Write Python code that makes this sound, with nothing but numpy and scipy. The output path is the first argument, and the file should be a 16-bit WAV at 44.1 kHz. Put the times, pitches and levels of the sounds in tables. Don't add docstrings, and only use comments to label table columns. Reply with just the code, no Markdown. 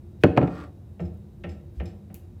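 import sys
import numpy as np
from scipy import signal
from scipy.fft import rfft, irfft
from scipy.io import wavfile

SR = 44100
rng = np.random.default_rng(int(sys.argv[2]) if len(sys.argv) > 2 else 0)


def dump(signal):
    limited = np.clip(np.atleast_2d(signal).T, -1, 1)
    pcm = np.round(limited * 32767).astype(np.int16)
    wavfile.write(sys.argv[1], SR, pcm)


def voltage_ratio(level):
    return 10 ** (np.asarray(level, float) / 20)


N = 105840


def read(points, hz):
    f, value = np.transpose(points)
    return np.interp(np.log(hz + 1), np.log(f + 1), value)


def evened(x):
    return x / np.sqrt(np.mean(x ** 2) + 1e-20)


def add(mix, s, sound):
    part = mix[round(s * SR):][:len(sound)]
    part += sound[:len(part)]


def coloured(x, db_of_hz):
    gain = voltage_ratio(db_of_hz(np.fft.rfftfreq(len(x), 1 / SR)))
    return irfft(rfft(x) * gain, len(x))


# (frequency [Hz], level [dB])
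AIR_TONE = [(25, -43), (87, 1), (140, -7), (260, -17), (700, -31), (1300, -43), (3000, -51), (16000, -66)]
# (pitch [Hz], width [Hz], level [dB])
HUM = [(58, 12, -57), (84.4, 14, -49), (111, 13, -58), (149, 14, -63.5), (202.8, 2.7, -53.5),
       (350, 22, -59), (3810, 250, -85.5), (15100, 60, -90.5)]


def kitchen():
    air_db, hiss_db, hiss_edge_hz = -45.5, -76.5, 15550
    air = evened(coloured(rng.standard_normal(N), lambda f: read(AIR_TONE, f)))
    out = voltage_ratio(air_db) * air + voltage_ratio(hiss_db) * rng.standard_normal(N)
    for hz, width, db in HUM:
        drone = coloured(rng.standard_normal(N), lambda f: -20 * np.log10(1 + (2 * (f - hz) / width) ** 2))
        out = out + voltage_ratio(db) * evened(drone)
    return coloured(out, lambda f: -np.clip((f - hiss_edge_hz) / 20, 0, 40))


# (frequency [Hz], level [dB])
GRIT_TONE = [(800, -10), (2200, 3), (5000, -6), (8000, -15.5), (16000, -24.5)]


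def grit(strength):
    return evened(coloured(rng.standard_normal(SR // 5), lambda f: read(GRIT_TONE, f) * strength))


# (time [s], level [dB], length [s])
SCUFFS = [
    (.2, -66, .04),
    (1.74, -70, 0.073),
]


def scuffs():
    out, t = np.zeros(N), np.arange(SR // 5) / SR
    for s, db, length in SCUFFS:
        add(out, s, voltage_ratio(db) * np.sin(np.pi * np.minimum(t / length, 1)) * grit(0.5))
    return out


def swells(events):
    out = np.zeros(N)
    for s, db, hz, length in events:
        t = np.arange(0, length, 1 / SR)
        add(out, s, voltage_ratio(db) * np.sin(np.pi * t / length) ** 2 * np.sin(2 * np.pi * hz * t))
    return out


# (time [s], level [dB], pitch [Hz], length [s])
THUDS = [
    (.224, -48, 2490, 0.022),
    (.243, -13, 105.3, 0.047),
    (.25, -16, 283.6, 0.023),
    (.372, -23.5, 1341, 0.015),
    (.376, -20.5, 280, 0.065),
    (1.0, -32, 168, 0.046),
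    (1.45, -36.5, 172.7, 0.048),
    (1.761, -26.5, 63.5, 0.076),
]


def board_thuds():
    return swells(THUDS)


def blow(bass_db, treble_db, ring, tone, modes, modes_db, lag_s, lag_power, t60_s, t60_power):
    count, lag_scatter = 200, 0.6
    t = np.arange(SR // 4) / SR
    detune, phase, scatter = rng.random((3, count + len(modes)))
    crowd = np.geomspace(60, 16000, count) * (1 + 0.032 * detune[:count])
    crowd_t60 = t60_s * (100 / crowd) ** t60_power
    crowd_db = read(tone, crowd) + 10 * np.log10(crowd / crowd_t60) - 52
    strong_hz, strong_db, strong_t60 = np.transpose(modes)
    hz = np.append(crowd, strong_hz)
    t60 = ring * np.append(crowd_t60, strong_t60)[:, None]
    db = np.append(crowd_db, strong_db + modes_db)
    db += bass_db * np.maximum(np.log2(500 / hz), 0)
    db += treble_db * np.maximum(np.log2(hz / 1000), 0)
    lag = (lag_s * (100 / hz) ** lag_power * (1 + lag_scatter * (2 * scatter - 1)))[:, None]
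    swell = np.sin(np.pi / 2 * np.minimum(t / lag, 1)) ** 2
    decay = voltage_ratio(-60 * np.maximum(t - lag, 0) / t60)
    tones = np.sin(2 * np.pi * (hz[:, None] * t + phase[:, None]))
    return voltage_ratio(db) @ (swell * decay * tones)


# (time [s], peak level [dB], bass tilt [dB/octave], treble tilt [dB/octave], ring factor [ratio])
KNOCKS = [
    (.236, 5.5, -2.96, 1.97, 0.8),
    (0.365, -15, 0.93, -0.3, 1.1),
    (.374, 2.5, -4.5, -0.36, 0.87),
    (.413, -12.5, 0.45, -1.5, 0.97),
    (.427, -11, -0.76, -3, 1.3),
    (0.475, -20, 0.27, 1, 1),
]
# (frequency [Hz], level [dB])
KNOCK_TONE = [(50, -6.5), (100, 7.5), (290, 3), (750, -7), (950, -14.5), (2500, -24), (6000, -50),
              (16000, -67.5)]
# (pitch [Hz], level [dB], t60 [s])
KNOCK_MODES = [(105, -35.5, 0.11), (177.2, -24, 0.42), (287.8, -22, 0.26), (353, -21.5, 0.25),
               (456, -19, .12), (559.5, -30, 0.42), (690, -33.5, .09), (807, -25, .08), (1050, -30, 0.15),
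               (1318, -31.5, 0.1), (1780, -40, 0.11), (2510, -26, 0.033)]


def knocks():
    out = np.zeros(N)
    for s, db, bass_db, treble_db, ring in KNOCKS:
        hit = blow(bass_db, treble_db, ring, KNOCK_TONE, KNOCK_MODES, modes_db=5.5,
                   lag_s=0.016, lag_power=0.98, t60_s=0.23, t60_power=0.49)
        add(out, s, voltage_ratio(db - 7.5) * hit)
    return out


# (time [s], level [dB])
SLIDE = [
    (.4, -53),
    (.5, -52.5),
    (.55, -48.5),
    (0.599, -45.5),
    (0.649, -50.5),
    (.7, -70.5),
]
# (frequency [Hz], level [dB])
SLIDE_TONE = [(150, -12.5), (300, -6.5), (800, -20), (1400, -19), (2500, -28), (5000, -36.5), (8000, -47),
              (16000, -55)]
# (pitch [Hz], width [Hz], level [dB], unused here: all humps are equal)
SLIDE_PEAKS = [(312, 46, 0), (1170, 110, -11), (1390, 52, -10), (1850, 55, -19), (2490, 52, -23),
               (4560, 49, -30), (7770, 230, -38), (10700, 67, -43)]


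def slide():
    slips_per_s, slip_spread_db, peak_db, slide_db = 3700, 2, 13.5, 6.5

    def tone(f):
        humps = sum(1 / (1 + (2 * (f - hz) / width) ** 2) for hz, width, _ in SLIDE_PEAKS)
        return read(SLIDE_TONE, f) + peak_db * humps

    rub = rng.standard_normal(N)
    slipping = rng.random(N) < slips_per_s / SR
    force = 0.2 + slipping * voltage_ratio(slip_spread_db * rng.exponential(1, N))
    body = evened(coloured(rub * force, tone))
    s, db = np.transpose(SLIDE)
    t = np.arange(N) / SR
    fade = np.interp(t, [s[0], s[0] + 0.03, s[-1], s[-1] + 0.016], [0, 1, 1, 0])
    return body * voltage_ratio(slide_db + np.interp(t, s, db)) * fade


# (time [s], peak level [dB])
RATTLES = [
    (0.5531, -60.5),
    (1.0026, -58.5),
    (1.052, -62),
    (1.492, -54.5),
    (1.516, -65),
    (1.8567, -53.5),
    (1.8781, -66),
]
# (pitch [Hz], level [dB], t60 [s])
RATTLE_MODES = [(2450, 0, .05), (3700, -8, .04), (5200, 0, .08), (6100, -7, .04), (7500, -3, .06),
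                (11200, -7, .03)]


def rattles():
    rattle_db, grit_t60_s = -3.5, 0.21
    out, t = np.zeros(N), np.arange(SR // 5) / SR
    for s, peak_db in RATTLES:
        ring = np.zeros(len(t))
        for hz, db, t60 in RATTLE_MODES:
            louder, sharper = rng.standard_normal(2)
            tone = np.sin(2 * np.pi * hz * (1 + sharper / 100) * t)
            ring += voltage_ratio(db + 2.2 * louder - 60 * t / t60) * tone
        shiver = voltage_ratio(-60 * t / grit_t60_s) * grit(1)
        add(out, s, voltage_ratio(peak_db + rattle_db) * (ring + shiver))
    return out


# (time [s], peak level [dB], bass tilt [dB/octave], treble tilt [dB/octave], ring factor [ratio])
STEPS = [
    (.994, -34, 2.1, -4.5, 0.72),
    (1.437, -34.5, -0.1, 2.84, 0.8),
    (1.799, -37, 0.3, 2.2, 0.86),
    (2.099, -49.5, 1.5, -3.5, 1.1),
]
# (frequency [Hz], level [dB])
STEP_TONE = [(50, -36), (120, -32), (200, -7), (700, -11.5), (1000, -25.5), (2800, -25.5), (3800, -43.5),
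             (12000, -80)]
# (pitch [Hz], level [dB], t60 [s])
STEP_MODES = [(168.2, -16.5, 0.26), (280, -34.5, 0.71), (323.3, -32, 0.24), (346.9, -24, 0.28),
              (479.3, -28.5, 0.14), (542.6, -31.5, 0.19), (1332, -36.5, 0.14), (1830, -35, .12),
              (2365, -44, .12), (3107, -45, 0.088)]


def footsteps():
    out = np.zeros(N)
    for s, db, bass_db, treble_db, ring in STEPS:
        footfall = blow(bass_db, treble_db, ring, STEP_TONE, STEP_MODES, modes_db=6,
                        lag_s=0.043, lag_power=0.84, t60_s=0.28, t60_power=0.34)
        add(out, s, voltage_ratio(db + 13) * footfall)
    return out


# (time [s], level [dB], pitch [Hz], length [s])
BOOMS = [
    (1.008, -27.5, 86, .105),
    (1.455, -29, 86, .105),
    (1.84, -33, 90, .065),
]


def floor_booms():
    return swells(BOOMS)


# (time [s], peak level [dB])
SNAPS = [
    (1.1444, -53.5),
    (1.1757, -54),
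    (1.2174, -62),
    (1.8385, -52),
    (2.1439, -25.5),
]
# (frequency [Hz], level [dB])
SNAP_TONE = [(1000, -34.5), (3000, -23.5), (5000, -4), (8000, -6), (13500, 7), (16500, -3.5)]
# (frequency [Hz], level [dB])
SNAP_TAIL = [(1000, -6), (2800, 8), (4000, -6.5), (8000, -2.5), (13000, -5), (16500, -2)]


def snaps():
    echo_gap_s, echo_gain = 0.00036, -0.7
    snap_db, tail_db, tail_t60_s, tail_rise_s = 2, -26.5, 0.12, 0.0014
    out, click, t = np.zeros(N), np.zeros(512), np.arange(SR // 5) / SR
    click[256] = 1
    click[256 + round(echo_gap_s * SR)] = echo_gain
    crack = coloured(click, lambda f: read(SNAP_TONE, f))
    crack = crack / abs(crack).max()
    for s, db in SNAPS:
        tail = evened(coloured(rng.standard_normal(len(t)), lambda f: read(SNAP_TAIL, f)))
        shape = voltage_ratio(-60 * t / tail_t60_s) * np.minimum(t / tail_rise_s, 1)
        add(out, s - 256 / SR, voltage_ratio(db + snap_db) * crack)
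        add(out, s, voltage_ratio(db + tail_db) * shape * tail)
    return out


# (frequency [Hz], t60 [s])
ROOM = [(100, .5), (500, 0.73), (2000, .4), (8000, 0.36), (16000, .2)]


def room(x):
    taps = np.zeros(SR // 2 + 400)
    at = np.arange(200, SR // 2, 20)
    taps[at + rng.integers(0, 20, len(at))] = rng.choice([-1., 1.], len(at))
    hz, t, bands = signal.stft(taps, SR, nperseg=256)
    decay = voltage_ratio(-60 * t / read(ROOM, hz)[:, None])
    tail = signal.istft(bands * decay, SR, nperseg=256)[1]
    return signal.fftconvolve(x, tail / np.linalg.norm(tail))[:N]


def scene():
    near_wet_db, far_wet_db = -16.5, -8
    background = kitchen()
    near = knocks()
    far = scuffs() + board_thuds() + rattles() + footsteps() + floor_booms() + snaps()
    reverb = room(voltage_ratio(near_wet_db) * near + voltage_ratio(far_wet_db) * far)
    return (near + far + reverb + slide() + background)[None]


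def low_pass(x):
    return signal.sosfilt(signal.butter(12, 16830, fs=SR, output="sos"), x)


def record(dry):
    ceiling = 1.25
    mix = ceiling * np.tanh(dry / ceiling)
    return low_pass(mix)


dry = scene()
out = record(dry)
dump(out)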